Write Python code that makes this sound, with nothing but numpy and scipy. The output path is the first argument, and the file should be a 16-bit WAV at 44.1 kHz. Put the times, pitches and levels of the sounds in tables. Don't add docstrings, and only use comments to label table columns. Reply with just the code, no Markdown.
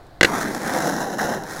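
import sys
import numpy as np
from scipy import signal
from scipy.fft import rfft, irfft
from scipy.io import wavfile
from scipy.ndimage import map_coordinates

SR = 44100
rng = np.random.default_rng(int(sys.argv[2]) if len(sys.argv) > 2 else 0)


def wav_out(sig):
    wavfile.write(sys.argv[1], SR, np.round(np.clip(np.atleast_2d(sig).T, -1, 1) * 32767).astype(np.int16))


N = 70560
T = np.arange(N) / SR

# start in seconds, clack level in dB, thud level in dB,
# pitch factor, and the frequency in Hz above which the clack is dulled.
STRIKES = [(.2100, 3, -21, 1.01, 6500), (0.2126, -16, -2, 0.96, 5000), (0.2301, 2.5, 1, 1.05, 12000),
           (0.232, 3, -6, 1.0, 12000), (0.2463, 0.5, 0, .96, 12000), (.2490, -0.5, -11, 1.02, 12000),
           (1.1897, -23, -29, 0.76, 1800), (1.197, -10, -27, .99, 1800), (1.249, -21, -14.5, .93, 1800)]
# pitch in Hz, level in dB, seconds to fade 60 dB.
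WHEEL_PLATE_TONES = [(1547, -3.5, 0.02), (1690, -5, 0.018), (1963, -1.5, 0.019), (2767, -7, 0.016),
                     (3407, -10.5, .017), (3863, -11, 0.019), (4170, -10, 0.017), (4720, -16.5, .019),
                     (6800, -23.5, 0.026)]
BOOT_TONES = [(61.4, -26, 0.037), (187, -16, 0.047), (370, -2.5, 0.021), (503, -2, 0.018),
              (785, -12.5, 0.019)]
# start in seconds, level in dB.
SAND_SNAPS = [(.068, -44), (0.3432, -26), (0.412, -27), (.5482, -23), (0.6743, -19), (.6789, -21),
              (0.737, -13), (.7722, -19), (0.7854, -18), (.7890, -23), (0.8963, -18), (0.965, -19),
              (1.0111, -22), (1.1844, -18), (1.215, -24), (1.437, -23)]

# frequency in Hz, boost or cut in dB.
CRACK_COLOUR = [(200, -13), (1100, -8.5), (1550, 7.5), (2050, 1), (2500, -9.5), (4200, -2.5), (5500, -12),
                (8000, -14), (16000, -27)]
RUMBLE_COLOUR = [(25, -22), (70, -19.5), (115, -9), (165, -1), (215, 1.5), (330, -1), (450, -7.5),
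                 (700, -23), (2000, -64.5)]
ROAR_COLOUR = [(150, -32), (350, -11), (530, 0), (630, -4), (750, 1), (900, -3), (1150, -8), (1600, -24.5),
               (2500, -27), (6000, -56)]
WHEEL_COLOUR = [(600, -34.5), (1150, -5.5), (1530, 0.5), (1850, -1.5), (2100, -9), (2450, -19), (3200, -18),
                (8000, -59.5)]
GRIT_COLOUR = [(1200, -30.5), (2400, -10), (2750, -7), (3150, -12.5), (4000, -1), (4650, -5), (5500, 0),
               (6600, -0.5), (7600, -6.5), (10000, -7), (11300, -4.5), (12700, -19.5), (14500, -7),
               (16000, -18)]
LEDGE_COLOUR = [(800, 0.46), (1200, -4), (1600, 1), (1900, -1), (2400, -12), (2800, 3.9), (3350, -5),
                (3950, 3.9), (4600, -7), (5300, 2), (7300, 0.1), (8600, -7), (10500, -1)]
AIR_COLOUR = [(25, -0.5), (60, -4), (115, -5), (200, -12.5), (350, -11), (450, -14.5), (620, -13),
              (730, -8), (850, -17.5), (1700, -22.5), (2800, -36.5), (4100, -29.5), (6000, -41),
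              (15000, -47)]

# time in seconds, level in dB.
ROLL_LEVEL = [(.235, -38), (.258, -29), (.30, -28.5), (.356, -21.5), (.40, -27), (.47, -31.5), (.51, -30),
              (.543, -34.5), (.549, -27), (.58, -34), (.62, -30.5), (.675, -27), (.77, -25.5), (.87, -22),
              (.94, -27), (1.03, -26), (1.10, -31), (1.135, -27), (1.181, -34.5), (1.189, -23.5),
              (1.225, -25), (1.255, -24.5), (1.33, -25.5), (1.41, -34.5), (1.45, -37.5), (1.6, -34.5)]
RUMBLE_LEVEL = [(.2, -51), (.25, -27.5), (.29, -29.5), (.35, -29.5), (.40, -33), (.47, -25.5), (.52, -29),
                (.59, -34.5), (.66, -30), (.86, -28.5), (.95, -28), (1.05, -35), (1.17, -31), (1.24, -31),
                (1.36, -32), (1.46, -38.5), (1.6, -39.5)]
RING_LEVEL = [(.26, -1.5), (.34, -6), (.47, 0.5), (.53, -6), (.67, -1), (.87, -5.5), (1.0, -6),
              (1.16, -6.5), (1.195, -1.5), (1.24, -4), (1.42, -6), (1.52, 0.5), (1.6, -4)]
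CRACKLE_LEVEL = [(.26, -8.5), (.35, -13.5), (.42, -6.5), (.49, -9.5), (.56, -9), (.75, -8.5), (.9, -10),
                 (1.16, -12), (1.21, -8), (1.27, -11), (1.44, -13), (1.51, -2.5), (1.6, -6.5)]
BOUNCE_LEVEL = [(.26, -7), (.40, -7.5), (.50, -16), (.7, -19), (1.6, -25.5)]
AIR_LEVEL = [(0, -43.5), (.17, -44.5), (.5, -42.5), (.9, -52), (1.3, -49), (1.6, -45)]

# time in seconds, frequency in Hz.
GROUND_NOTCH = [(.26, 560), (.40, 590), (.45, 894), (.52, 1150), (.65, 1298)]
# time in seconds, share from 0 to 1.
LEDGE_SHARE = [(.72, 0), (.92, 0.92), (1.42, 1), (1.48, 0)]

CRACK_DB, CRACK_FADE_S, SNAP_FADE_S = -7.5, 0.0028, 0.0014
STONES_PER_S, STONE_SPREAD_DB, GRIT_PER_S, GRIT_SPREAD_DB = 5000, 3, 6000, 3.5
ROAR_DB, JUDDER_HZ, JUDDER_DB = -0.5, 112, 1.5
SCATTER_DB, SCATTER_S, DRIFT_S_PER_S = -19, .003, .002
ECHO_DB, ECHO_FADE_S, ECHOES_PER_S = -19.5, 0.12, 2000


def landings():
    out, t = np.zeros(N), np.arange(SR // 10) / SR
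    for start, clack_db, thud_db, pitch, bright_hz in STRIKES:
        noise = unit(colour(rng.standard_normal(len(t)), CRACK_COLOUR))
        crack = amp(CRACK_DB) * noise * np.exp(-t / CRACK_FADE_S)
        dulling = [(bright_hz, 0), (2 * bright_hz, -24)]
        clack = colour(ring(WHEEL_PLATE_TONES, t * pitch) + crack, dulling)
        thud = ring(BOOT_TONES, t * pitch)
        add(out, start, amp(clack_db) * clack - amp(thud_db) * thud)
    return out


def rolling():
    keep_slow = np.exp(-(np.fft.rfftfreq(N, 1 / SR) / JUDDER_HZ) ** 2)
    wobble = unit(irfft(rfft(rng.standard_normal(N)) * keep_slow, N))
    judder = amp(JUDDER_DB * wobble)
    bumps = clicks(STONES_PER_S, STONE_SPREAD_DB)
    stones = clicks(STONES_PER_S, STONE_SPREAD_DB) * judder
    grit = clicks(GRIT_PER_S, GRIT_SPREAD_DB) * judder
    roar = amp(ROAR_DB) * unit(colour(stones, ROAR_COLOUR))
    wheel_ring = level(RING_LEVEL) * unit(colour(grit, WHEEL_COLOUR))
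    crackle = level(CRACKLE_LEVEL) * unit(colour(grit, GRIT_COLOUR))
    rumble = level(RUMBLE_LEVEL) * unit(colour(bumps, RUMBLE_COLOUR))
    landed = T > STRIKES[0][0]
    return landed * (level(ROLL_LEVEL) * moving_reflections(roar + wheel_ring + crackle) + rumble)


def sand_snaps():
    bursts, t = np.zeros(N), np.arange(SR // 100) / SR
    for start, db in SAND_SNAPS:
        add(bursts, start, amp(db) * rng.standard_normal(len(t)) * np.exp(-t / SNAP_FADE_S))
    return colour(bursts, GRIT_COLOUR) + colour(bursts, WHEEL_COLOUR)


def moving_reflections(x):
    def delayed(delay_s):
        return map_coordinates(x, [(T - delay_s) * SR], order=3)
    bounce, scatter = level(BOUNCE_LEVEL), amp(SCATTER_DB)
    ground = bounce * delayed(.5 / curve(GROUND_NOTCH))
    legs = sum(scatter * delayed(SCATTER_S * (0.1023 + path) + DRIFT_S_PER_S * (1 + drift) * T)
               for path, drift in rng.random((4, 2)))
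    return (x + ground + legs) / np.sqrt(1 + bounce ** 2 + 4 * scatter ** 2)


def ledge_hollow(x):
    share = curve(LEDGE_SHARE)
    return (1 - share) * x + share * colour(x, LEDGE_COLOUR)


def echoes(x):
    t = np.arange(SR // 4) / SR
    taps = rng.standard_normal(len(t)) * (rng.random(len(t)) < ECHOES_PER_S / SR)
    taps *= (t > .003) * amp(-60 * t / ECHO_FADE_S)
    return amp(ECHO_DB) * signal.fftconvolve(x, taps / np.linalg.norm(taps))[:N]


def air():
    return level(AIR_LEVEL) * unit(colour(rng.standard_normal(N), AIR_COLOUR))


def ring(tones, t, rise_s=0.00039):
    ringing = sum(amp(db - 60 * t / fade_s) * np.sin(2 * np.pi * hz * t) for hz, db, fade_s in tones)
    return (1 - np.exp(-t / rise_s)) * ringing


def clicks(per_s, spread_db):
    hits = rng.random(N) < per_s / SR
    size = np.minimum(rng.exponential(1, N), 4.5)
    return hits * rng.choice([-1, 1], N) * amp(spread_db * size)


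def colour(x, points, size=4096):
    hz, db = np.transpose(points)
    freqs = abs(np.fft.fftfreq(size, 1 / SR)) + 1
    log_gain = np.log(amp(np.interp(np.log(freqs), np.log(hz), db)))
    response = np.exp(np.conj(signal.hilbert(log_gain)))
    taps = np.fft.ifft(response).real[:size // 2]
    return signal.fftconvolve(x, taps)[:len(x)]


def amp(db):
    return 10 ** (np.asarray(db) / 20)


def unit(x):
    return x / np.sqrt(np.mean(x ** 2) + 1e-20)


def curve(points):
    return np.interp(T, *np.transpose(points))


def level(points):
    return amp(curve(points))


def add(mix, start_s, sound):
    part = mix[round(start_s * SR):][:len(sound)]
    part += sound[:len(part)]


def scene():
    skates = ledge_hollow(landings() + rolling() + sand_snaps())
    return (skates + echoes(skates) + air())[None]


def record(dry):
    ceiling, hardness, cutoff_hz = 0.72, 2.75, 15900
    squashed = dry / (1 + abs(dry / ceiling) ** hardness) ** (1 / hardness)
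    lowpass = signal.firwin(511, cutoff_hz, window=("kaiser", 9), fs=SR)
    return signal.oaconvolve(squashed, lowpass[None], "same")


dry = scene()
out = record(dry)
wav_out(out)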